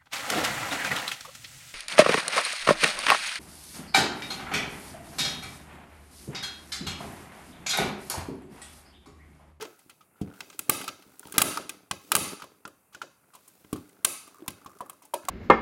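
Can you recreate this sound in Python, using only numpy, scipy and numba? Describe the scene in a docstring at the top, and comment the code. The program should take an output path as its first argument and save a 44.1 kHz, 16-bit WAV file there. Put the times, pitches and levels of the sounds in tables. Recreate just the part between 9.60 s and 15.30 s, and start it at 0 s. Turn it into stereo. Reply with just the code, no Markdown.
"""Sharp plastic snaps, knocks and creaks in a bare room: hands force a hard case apart over a workbench.
Each snap of a clip is a burst of tiny fractures that makes the shell ring. The case knocks and drags
on the bench top, while the fingers rub and creak. A stereo recorder stands close by; its limiter
turns the sound down on the hardest snaps, then lets the echo of the room swell back."""
import sys
import numpy as np
from scipy import signal
from scipy.fft import rfft, irfft
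from scipy.io import wavfile
from scipy.ndimage import uniform_filter1d
from numba import njit

SR = 44100
rng = np.random.default_rng(int(sys.argv[2]) if len(sys.argv) > 2 else 0)


def transcribe(signal):
    """Save signal, clipped to [-1, 1], as a 16-bit WAV file at the path in sys.argv[1]."""
    frames = np.atleast_2d(signal).T
    limited = np.clip(frames, -1, 1)
    pcm = np.round(limited * 32767).astype(np.int16)
    wavfile.write(sys.argv[1], SR, pcm)


N = 251370

# The bench top's natural tones. Each row: pitch in Hz, level in dB, undamped seconds to fade by 60 dB.
BENCH_MODES = [(104, -5, 0.13), (177.3, -24, 0.089), (198.6, 3, 0.15), (264, -7, 0.12), (294, -5, 0.099),
               (289, 3.5, 0.1), (345, -10.5, 0.056), (393.5, 1.5, 0.072), (494, -17.5, 0.15),
               (576, -16, 0.091)]
# A pan is left minus right level. The case's panel is a little louder on the right but sooner on the left.
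PANEL_PAN_DB, PANEL_LEAD_SAMPLES = -1.2, 3.4


def undb(db):
    return 10 ** (np.asarray(db) / 20)


def level(x, db):
    """Scale a sound to an average (RMS) level."""
    return x * undb(db) / np.sqrt(np.mean(x ** 2))


def band(x, lo_hz, hi_hz):
    """Keep what lies between two frequencies."""
    edges = [lo_hz, min(hi_hz, .45 * SR)]
    return signal.sosfilt(signal.butter(2, edges, "band", fs=SR, output="sos"), x)


def ring(x, hz, width_hz):
    """One resonance: the narrower it is, the longer it rings."""
    return signal.lfilter(*signal.iirpeak(hz, hz / width_hz, SR), x)


def stereo_noise(samples, alike):
    """Noise for two microphones; alike (0 to 1) is the share they have in common."""
    common, left, right = rng.standard_normal((3, samples))
    return np.sqrt(alike) * common + np.sqrt(1 - alike) * np.array([left, right])


def place(out, start, sound, peak_db, pan_db=0., lead=None):
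    """Mix a sound in. The left hears it lead samples sooner; by default the louder side is first."""
    sound = sound * undb(peak_db + np.array([[pan_db], [-pan_db]]) / 2) / np.abs(sound).max()
    if lead is None:
        lead = 1.75 * pan_db
    lag = int(round(np.clip(lead, -6, 6)))
    for side, delay in enumerate((max(-lag, 0), max(lag, 0))):
        i = int(start * SR) + delay
        out[side, i:i + sound.shape[1]] += sound[side, :N - i]


def air():
    """Steady room tone and microphone hiss."""
    # The tone of the noise. Each row: frequency in Hz, relative level in dB.
    spectrum = [(15, -36), (25, -6), (175, 0), (416, -5.5), (659, -7), (1160, -8), (1740, -16.5),
                (2690, -13), (3430, -43.5), (7110, -20.5), (9570, -12.5), (14800, -16.5), (16000, -22.5)]
    row_hz, row_db = np.transpose(spectrum)
    hz = np.maximum(np.arange(N // 2 + 1) * SR / N, 1)
    gain = undb(np.interp(np.log(hz), np.log(row_hz), row_db))
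    return level(irfft(rfft(stereo_noise(N, alike=0.18)) * gain, N), db=-65)


def room_echo(sound):
    """The walls return a smooth wash of echo; its bass arrives alike at both microphones."""
    # Octave-wide bands of echo. Each row: centre in Hz, seconds to fade by 60 dB, level in dB.
    echo_bands = [(109, 0.23, -23), (252, 0.29, -24.5), (463, 0.22, -21), (1080, 0.46, -27.5),
                  (2140, 0.41, -22.5), (4536, 0.49, -21.5), (7960, 0.34, -16), (13100, 0.23, -30.5),
                  (15400, 0.22, -19)]
    peak_width_hz, rise_s = 150, 0.017
    t = np.arange(SR) / SR
    peaks = uniform_filter1d(rng.standard_normal(SR // 2 + 1), peak_width_hz) * np.sqrt(peak_width_hz)
    colour = undb(2.5 * np.clip(peaks, -2, 2))  # some pitches echo more than others
    rise = np.minimum(t / rise_s, 1) ** 2
    echo = 0
    for hz, fade_s, db in echo_bands:
        noise = irfft(rfft(stereo_noise(SR, alike=min(200 / hz, 0.85))) * colour, SR)
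        tail = band(noise, hz / np.sqrt(2), hz * np.sqrt(2)) * undb(-60 * t / fade_s)
        echo = echo + undb(db) * tail * rise / np.sqrt(min(hz, 12000) / 100)
    return signal.fftconvolve(sound.mean(axis=0)[None], echo)[:, :N]


def random_grains(per_second, samples_each):
    """Short pulses of uneven strength that make a noise sound rough."""
    starts = rng.random(N) < per_second / SR
    return uniform_filter1d(starts * undb(2.5 * rng.exponential(size=N)), samples_each)


def handling_noise():
    """Low rumble, creak and rustle: quiet handling noise whose levels rise and fall over time."""
    # Each row: time in seconds, then the levels in dB of the rumble, the creak and the rustle.
    noise_levels = [(0.0, -48.5, -51.5, -62.5), (0.07, -65, -55, -62), (0.38, -111, -91, -72),
                    (0.63, -54, -60.5, -94), (0.761, -55, -60.5, -59), (0.97, -65, -70, -61.5),
                    (1.19, -46.5, -71, -59), (1.41, -62.5, -64.5, -67), (1.67, -62.5, -70, -58),
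                    (1.86, -27, -36.5, -48), (1.94, -43, -42, -58), (2.131, -53.5, -62.5, -100),
                    (2.361, -76, -79.5, -68), (2.478, -58, -71, -56), (2.636, -35, -49.5, -58.5),
                    (2.72, -46, -56, -57), (2.82, -58, -64.5, -77.5), (3.14, -76, -87.5, -80),
                    (3.259, -83.5, -89.5, -75.5), (3.501, -87.5, -76, -81.5), (3.671, -77, -69, -75.5),
                    (3.859, -71.5, -74, -61), (3.979, -65, -74.5, -64.5), (4.19, -64, -64.5, -61.5),
                    (4.48, -63.5, -68, -72), (4.642, -60, -63, -69), (5.001, -61.5, -64, -69),
                    (5.52, -71, -74.5, -72.5), (5.7, -58, -52.5, -62)]
    times, *columns = np.transpose(noise_levels)
    rumble_db, creak_db, rustle_db = (np.interp(np.arange(N) / SR, times, db) for db in columns)
    grains = random_grains(per_second=250, samples_each=200) + 0.00095
    shake = stereo_noise(N, alike=0.8) * grains
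    rumble = sum(undb(db) * ring(shake, hz, 4 / fade_s) for hz, db, fade_s in BENCH_MODES)
    jerks = random_grains(per_second=340, samples_each=90) + 0.004
    rasp = stereo_noise(N, alike=0.13) * jerks
    creak = ring(rasp, 1400, 250) + .5 * ring(rasp, 760, 360) + 0.3 * ring(rasp, 2000, 200)
    creak = ring(creak, 980, 820)
    rustle = band(stereo_noise(N, alike=0.45) * (grains + 0.026), 2100, 27000)
    return level(rumble, rumble_db) + level(creak, creak_db) + level(rustle, rustle_db)


def rim_groan():
    """The rim drags over the bench in quick, regular slips that make a short, rough tone."""
    # Each row: time in seconds, slips per second (the pitch in Hz), level in dB.
    drag = [(0.004, 436, -44), (0.013, 440.5, -46.5), (0.026, 438, -35.5), (0.045, 462, -47),
            (0.053, 350, -44), (0.061, 306, -47.5), (0.069, 300, -66)]
    # The relative level in dB of each harmonic, lowest first.
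    harmonics_db = [0.5, -9, -7.5, -17]
    times, hz, db = np.transpose(drag)
    t = np.arange(N) / SR
    wobble = uniform_filter1d(rng.standard_normal(N), 200) * np.sqrt(200)
    phase = 2 * np.pi * np.cumsum(np.interp(t, times, hz) * (1 + 0.026 * wobble)) / SR
    tone = sum(undb(gain_db) * np.sin(k * phase) for k, gain_db in enumerate(harmonics_db, 1))
    return level(tone, np.interp(t, times, db, left=-200, right=-200) + 0.61 * wobble)


def joint_ticks():
    """A joint creaks under the grip in single ticks: a ring of the panel plus a wisp of hiss."""
    # Each row: start in seconds, peak level in dB, panel pitch in Hz.
    ticks = [(4.678, -45, 1170), (4.712, -54, 1090), (4.745, -46, 1160), (4.757, -50, 1200),
             (4.769, -53, 1080), (4.784, -48.5, 1200), (4.797, -54, 1166), (4.862, -46, 980),
             (4.982, -56, 1440), (5.015, -52, 1200), (5.079, -57, 1170), (5.095, -49, 1230),
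             (5.103, -50, 1124), (5.116, -49, 1150), (5.121, -56, 1200), (5.133, -55, 1210),
             (5.152, -52, 1370), (5.17, -50.5, 1220), (5.198, -53, 1100)]
    out, t = np.zeros((2, N)), np.arange(SR // 10) / SR
    click = np.ones((2, 1)) * (t == 0)
    for start, db, hz in ticks:
        panel = ring(ring(click, hz, width_hz=98), hz, width_hz=450)
        place(out, start, panel, db, PANEL_PAN_DB, PANEL_LEAD_SAMPLES)
        hiss = stereo_noise(len(t), alike=0.53) * undb(-60 * t / 0.015)
        place(out, start, band(hiss, 5100, 14600), db + 1.5, pan_db=6.)
    return out


def bench_knocks():
    """The case rings the bench's low tones, in a new mix at each spot; longer contact sounds duller."""
    # Each row: start in seconds, peak level in dB, contact time in seconds (capped below).
    hits = [(0.024, -65, 0.00075), (0.261, -47, 0.0017), (0.614, -15.5, 0.0025), (0.989, -41, 0.003),
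            (1.094, -15.5, 0.00033), (1.279, -46, 0.0092), (1.464, -44, 0.0017), (1.656, -36.5, 0.0011),
            (1.741, -40, 0.0018), (1.781, -5, 0.00073), (1.816, -14.5, 0.0026), (2.052, -38.5, 0.001),
            (2.31, -28, 0.0046), (2.51, -64, 0.001), (2.555, -6.5, 0.0014), (2.829, -39.5, 0.00048),
            (3.053, -37, 0.00079), (3.348, -45, 0.0019), (3.416, -64.5, 0.0018), (3.745, -59, 0.0047),
            (4.047, -40.5, 0.00094), (4.129, -15.5, 0.0018), (4.447, -25, 0.0031), (4.882, -28.5, 0.003),
            (5.058, -38, 0.0033), (5.207, -37, 0.00075), (5.536, -52.5, 0.00084), (5.643, -43.5, 0.0042)]
    hand_damping = 1.7  # the bench dies away this many times faster under the hands
    out, t = np.zeros((2, N)), np.arange(SR // 4) / SR
    sides = np.array([[1], [-1]])
    for start, peak_db, contact_s in hits:
        spot = rng.standard_normal((len(BENCH_MODES), 3))
        ringing = 0
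        for (hz, db, fade_s), (louder, detune, spread) in zip(BENCH_MODES, spot):
            envelope = undb(db + 1.5 * louder - 60 * hand_damping * t / fade_s)
            phase = 2 * np.pi * hz * (1 + 0.024 * detune) * t + 0.5 * spread * sides
            ringing = ringing + envelope * np.sin(phase)
        push = np.hanning(int(np.clip(contact_s, .0003, .008) * SR))
        place(out, start, signal.fftconvolve(ringing, push[None]), peak_db, pan_db=1.7, lead=0)
    return out


def plastic_case(force, panel_hz, kick=0.):
    """A force rings the case three ways: a middle crack, a high sizzle and the bent panel's note."""
    # The shell's broad resonances. Each row: centre in Hz, width in Hz, relative level in dB.
    shell_modes = [(2500, 1400, 4), (3120, 1100, -1), (5070, 1500, -6), (6600, 1500, 3), (9000, 5700, 16),
                   (10200, 1800, -8.5), (15060, 1200, 7)]
    # The hollow case's resonances. 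Each row: centre in Hz, width in Hz, relative level in dB.
    hollow_modes = [(350, 160, -3), (907, 150, -1), (1250, 250, 4.5), (1569, 100, 6.5), (2064, 140, 1.5),
                    (2514, 450, -2.5), (3124, 180, -4.5), (5326, 170, -14), (6210, 740, -13)]
    shell = sum(undb(db) * ring(force, hz, width) for hz, width, db in shell_modes)
    hollow = sum(undb(db + 8.5) * ring(force, hz, width) for hz, width, db in hollow_modes)
    push, lower_hz = force + kick, 0.751 * panel_hz
    main_note = ring(ring(push, panel_hz, 370), panel_hz, 0.14 * panel_hz)
    lower_note = ring(ring(push, lower_hz, 300), lower_hz, 150)
    return band(shell, 1300, 4380) + hollow, band(shell, 7600, 17000), main_note + undb(-9) * lower_note


def fractures(t, decay_s):
    """Plastic gives way in a run of uneven breaks that holds for a moment, then dies fast."""
    spikes = undb(1.47 * rng.exponential(size=len(t)))
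    attack = np.minimum(t / (0.04 * decay_s), 1)
    collapse = undb(-60 * (t / decay_s) ** 1.173)
    return stereo_noise(len(t), alike=0.7) * spikes * attack * collapse


def fullness_db(x):
    """A sound's average level compared with its peak."""
    return 10 * np.log10(np.mean(x ** 2) / np.max(x ** 2))


def clip_snaps():
    """Fractures ring the case. Returns the direct sound and a smoother one that goes to the walls."""
    # Each row: start in seconds, crack peak in dB, panel pitch in Hz, panel and sizzle levels in dB
    # above the crack, sizzle pan in dB, seconds for the fractures to fade by 60 dB.
    snaps = [(0.0074, -29.5, 1590, -12, -8, 5, 0.13), (0.024, -30, 970, -8, -2.5, 21, 0.021),
             (0.0513, -30.5, 980, -7, -7, -1, 0.028), (0.189, -48, 837, -10, -2, 20, 0.1),
             (0.2952, -37.5, 1330, -10.5, -3.5, 13.5, 0.083), (0.4079, -49.5, 1240, -1, -9, 11, 0.09),
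             (0.557, -59.5, 1330, 2, -8, 13, 0.31), (0.6117, -40, 727, -1, 0.5, 2, 0.082),
             (0.737, -44, 1350, -6, -11, 13, 0.063), (0.8051, -23.5, 1470, -13.5, -5.5, 10.5, 0.026),
             (0.8994, -33, 1140, -40, -38, 17.5, 0.032), (0.9268, -44, 1517, -13, -29, 3.5, 0.084),
             (0.9913, -21.5, 1360, -15.5, 5, 11.5, 0.024), (1.096, 5, 1190, -11, 3, 14, 0.024),
             (1.213, -27, 1460, -4.5, -2, -0.5, 0.03), (1.2406, -27.5, 705, -7, -8, 13.5, 0.041),
             (1.278, -20.5, 1320, -7.5, -5.5, 8, 0.053), (1.288, -22, 1310, -16, -20, -0.5, 0.021),
             (1.422, -43, 1430, -10, -5, 13, 0.041), (1.5944, -38.5, 1330, -19, 12, 14.5, 0.015),
             (1.63, -45.5, 1360, 4.5, -3, 6, 0.034), (1.6528, -35.5, 890, -7, -12, -1, 0.021),
             (1.67, -38, 870, -7, -2.5, 15, 0.036), (1.683, -44.5, 1220, -1, -1, 10, 0.022),
             (1.697, -46, 1220, -2, -0.5, 11, 0.023), (1.722, -36.5, 1540, -9, 13.5, 6.5, 0.036),
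             (1.7394, -31.5, 1180, -10.5, -7.5, 7.5, 0.062), (1.749, -26.5, 1250, -9, -10, -5, 0.033),
             (1.758, -28.5, 1310, -5.5, -16, -2, 0.041), (1.7809, 6.5, 1220, -13, 3.5, 10.5, 0.03),
             (1.791, -7.5, 1367, -4.5, -7, 4.5, 0.047), (1.804, -18, 1680, 1, 5, 14, 0.02),
             (1.817, 4, 1187, -10, 6, 1, 0.025), (1.8199, 5, 1180, -6.5, 6, 12.5, 0.022),
             (1.962, -39, 1200, -5, -24, -14, 0.065), (1.9728, -18.5, 1273, 0, -3, 4, 0.026),
             (2.093, -23.5, 1280, -25, 3.5, 9.5, 0.038), (2.311, -16, 1080, -5.5, -1, 3, 0.029),
             (2.518, -6.5, 1297, -3.5, 3.5, 12, 0.034), (2.552, 8.5, 1146, -10.5, 8, 9, 0.024),
             (2.5641, -1, 1200, -7, 5.5, 15.5, 0.02), (2.798, -39, 1220, 0, -10, 3, 0.075),
             (2.82, -29.5, 1350, -3, -11, 11.5, 0.049), (2.84, -40.5, 1060, 2.5, -3.5, 13, 0.052),
             (3.052, -29, 1364, 0.5, -30, 1.5, 0.033), (3.076, -38, 1277, -4, 0, 14, 0.036),
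             (3.325, -46, 1235, -8, -3, 5, 0.26), (3.347, -33, 1450, -2, -5.5, 9, 0.031),
             (3.416, -24, 1392, -1, -20, 15, 0.051), (3.7355, -46, 1160, -3, -0.5, 3, 0.14),
             (3.7501, -45, 996, 2.5, 6, 9, 0.1), (3.877, -52.5, 1070, -2.5, 16, 12, 0.11),
             (4.047, -43, 1000, -15, -30, 17, 0.0097), (4.128, -26, 1135, -5.5, 0, 12.5, 0.051),
             (4.158, -42, 1130, 5, 3.5, 10, 0.12), (4.292, -53.5, 1133, -23, 8, 7, 0.032),
             (4.4463, -19, 1100, -22, 6, -3, 0.02), (4.4485, 1.5, 1114, -12, 10.5, 6.5, 0.03),
             (4.462, -31.5, 1128, 6, -14, 3, 0.012), (4.6722, -49, 1200, -2, 2.5, 11, 0.11),
             (4.8219, -49, 325, 13, -3, 14, 0.017), (4.879, -21, 1080, -7.5, 2.5, 10, 0.034),
             (4.905, -36.5, 1062, -14, 3, 9.5, 0.021), (5.0463, -61, 1157, 17, 20, 2.5, 0.021),
             (5.0606, -35, 1117, 0.5, -8, 9, 0.05), (5.1862, -44.5, 1170, -13, -9, 25, 0.033),
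             (5.206, -37, 1014, 11.5, 1.5, 12, 0.06), (5.218, -55.5, 526, 17, -3, 3, 0.053),
             (5.261, -52, 1150, 9.5, 7, 15, 0.036), (5.296, -32, 1143, -5.5, 3, 14, 0.039),
             (5.33, -59.5, 1040, 11, 12, 5, 0.045), (5.42, -46.5, 1000, -2, -3.5, 20, 0.15),
             (5.451, -52.5, 846, -1, 11.5, 7, 0.072), (5.537, -21.5, 943, 2, -8.5, 12.5, 0.057),
             (5.556, -50, 960, 7, -6, 2, 0.095), (5.54, -39, 568, 16, 18.5, 2.5, 0.029),
             (5.651, -38.5, 970, -21, 4, 9.5, 0.026), (5.685, -18, 1002, 2, 3.5, 8, 0.031)]
    # The sizzle's brightest pitch at the main snaps; the others take values in between.
    # Each row: time in seconds, pitch in Hz.
    sizzle_brightness = [(0.8, 8000), (0.99, 9400), (1.096, 11200), (1.6, 8850), (1.78, 10200),
                         (1.82, 8200), (2.09, 7490), (2.52, 9760), (2.555, 9000), (4.13, 9800),
                         (4.448, 8900), (4.88, 10700), (5.3, 10000), (5.54, 10240), (5.685, 9000)]
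    wall_db, sizzle_fade_s = -5, 0.064
    direct, to_walls = np.zeros((2, N)), np.zeros((2, N))
    t = np.arange(SR // 10) / SR
    click = np.ones((2, 1)) * (t == 0)
    for start, db, panel_hz, panel_db, sizzle_db, sizzle_pan_db, decay_s in snaps:
        force = fractures(t, decay_s)
        kick = 1.2 * np.sqrt(np.sum(force ** 2) / 2) * click  # the bent panel first lets go
        crack, sizzle, panel = plastic_case(force, panel_hz, kick)
        bright_hz = np.interp(start, *np.transpose(sizzle_brightness))
        sizzle = sizzle + undb(6) * ring(sizzle, bright_hz, width_hz=5000)
        sizzle = sizzle * undb(-60 * t / sizzle_fade_s)  # the treble is spent in the first fractures
        place(direct, start, crack, db, PANEL_PAN_DB + 0.23 * sizzle_pan_db)
        place(direct, start, sizzle, db + sizzle_db, sizzle_pan_db)
        place(direct, start, panel, db + panel_db, PANEL_PAN_DB, PANEL_LEAD_SAMPLES)
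        # The walls get the snap blended from all sides, nearly as one smooth click.
        far_crack, far_sizzle, far_panel = plastic_case(click, panel_hz)
        far_panel = 2.2 * band(click, 230, 1200) + 2.0 * far_panel
        parts = (crack, far_crack, 0), (sizzle, far_sizzle, sizzle_db), (panel, far_panel, panel_db - 1.5)
        for rough, smooth, part_db in parts:
            blend = smooth + 0.34 * level(rough, 0) * np.std(smooth)
            same_energy_db = fullness_db(rough) - fullness_db(blend)
            place(to_walls, start, blend, db + part_db + same_energy_db + wall_db)
    return direct, to_walls


def scene():
    """All the sources together; only the snaps and the bench's knocks and groan echo."""
    snaps, to_walls = clip_snaps()
    ticks = joint_ticks()
    bench = bench_knocks() + rim_groan()
    echo = room_echo(to_walls + undb(-2) * bench)
    return snaps + ticks + bench + echo + handling_noise() + air()


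@njit
def limiter_gain(allowed_db, recovery):
    """The gain drops at once on a loud peak, then creeps back towards 0 dB."""
    out, gain_db = np.empty(len(allowed_db)), 0.
    for i in range(len(allowed_db)):
        gain_db = min(allowed_db[i], gain_db * (1 - recovery))
        out[i] = gain_db
    return out


def record(dry):
    """Small microphones lose the deep bass; a limiter grabs too late for the first peaks, which clip."""
    bass_cut_hz, treble_cut_hz = 82, 16100
    release_s, grab_samples = 0.056, 7
    sound = signal.sosfilt(signal.butter(2, bass_cut_hz, "high", fs=SR, output="sos"), dry)
    allowed_db = np.minimum(-20 * np.log10(np.abs(sound).max(axis=0) + 1e-9), 0)
    gain_db = limiter_gain(allowed_db, 1 / (release_s * SR))
    gain_db = signal.lfilter(np.ones(grab_samples) / grab_samples, 1, gain_db)
    clipped = np.clip(sound * undb(gain_db), -.93, .93)
    treble_cut = signal.ellip(8, .2, 70, treble_cut_hz, fs=SR, output="sos")
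    return np.clip(signal.sosfilt(treble_cut, clipped), -1, 1)


dry = scene()
out = record(dry)
transcribe(out)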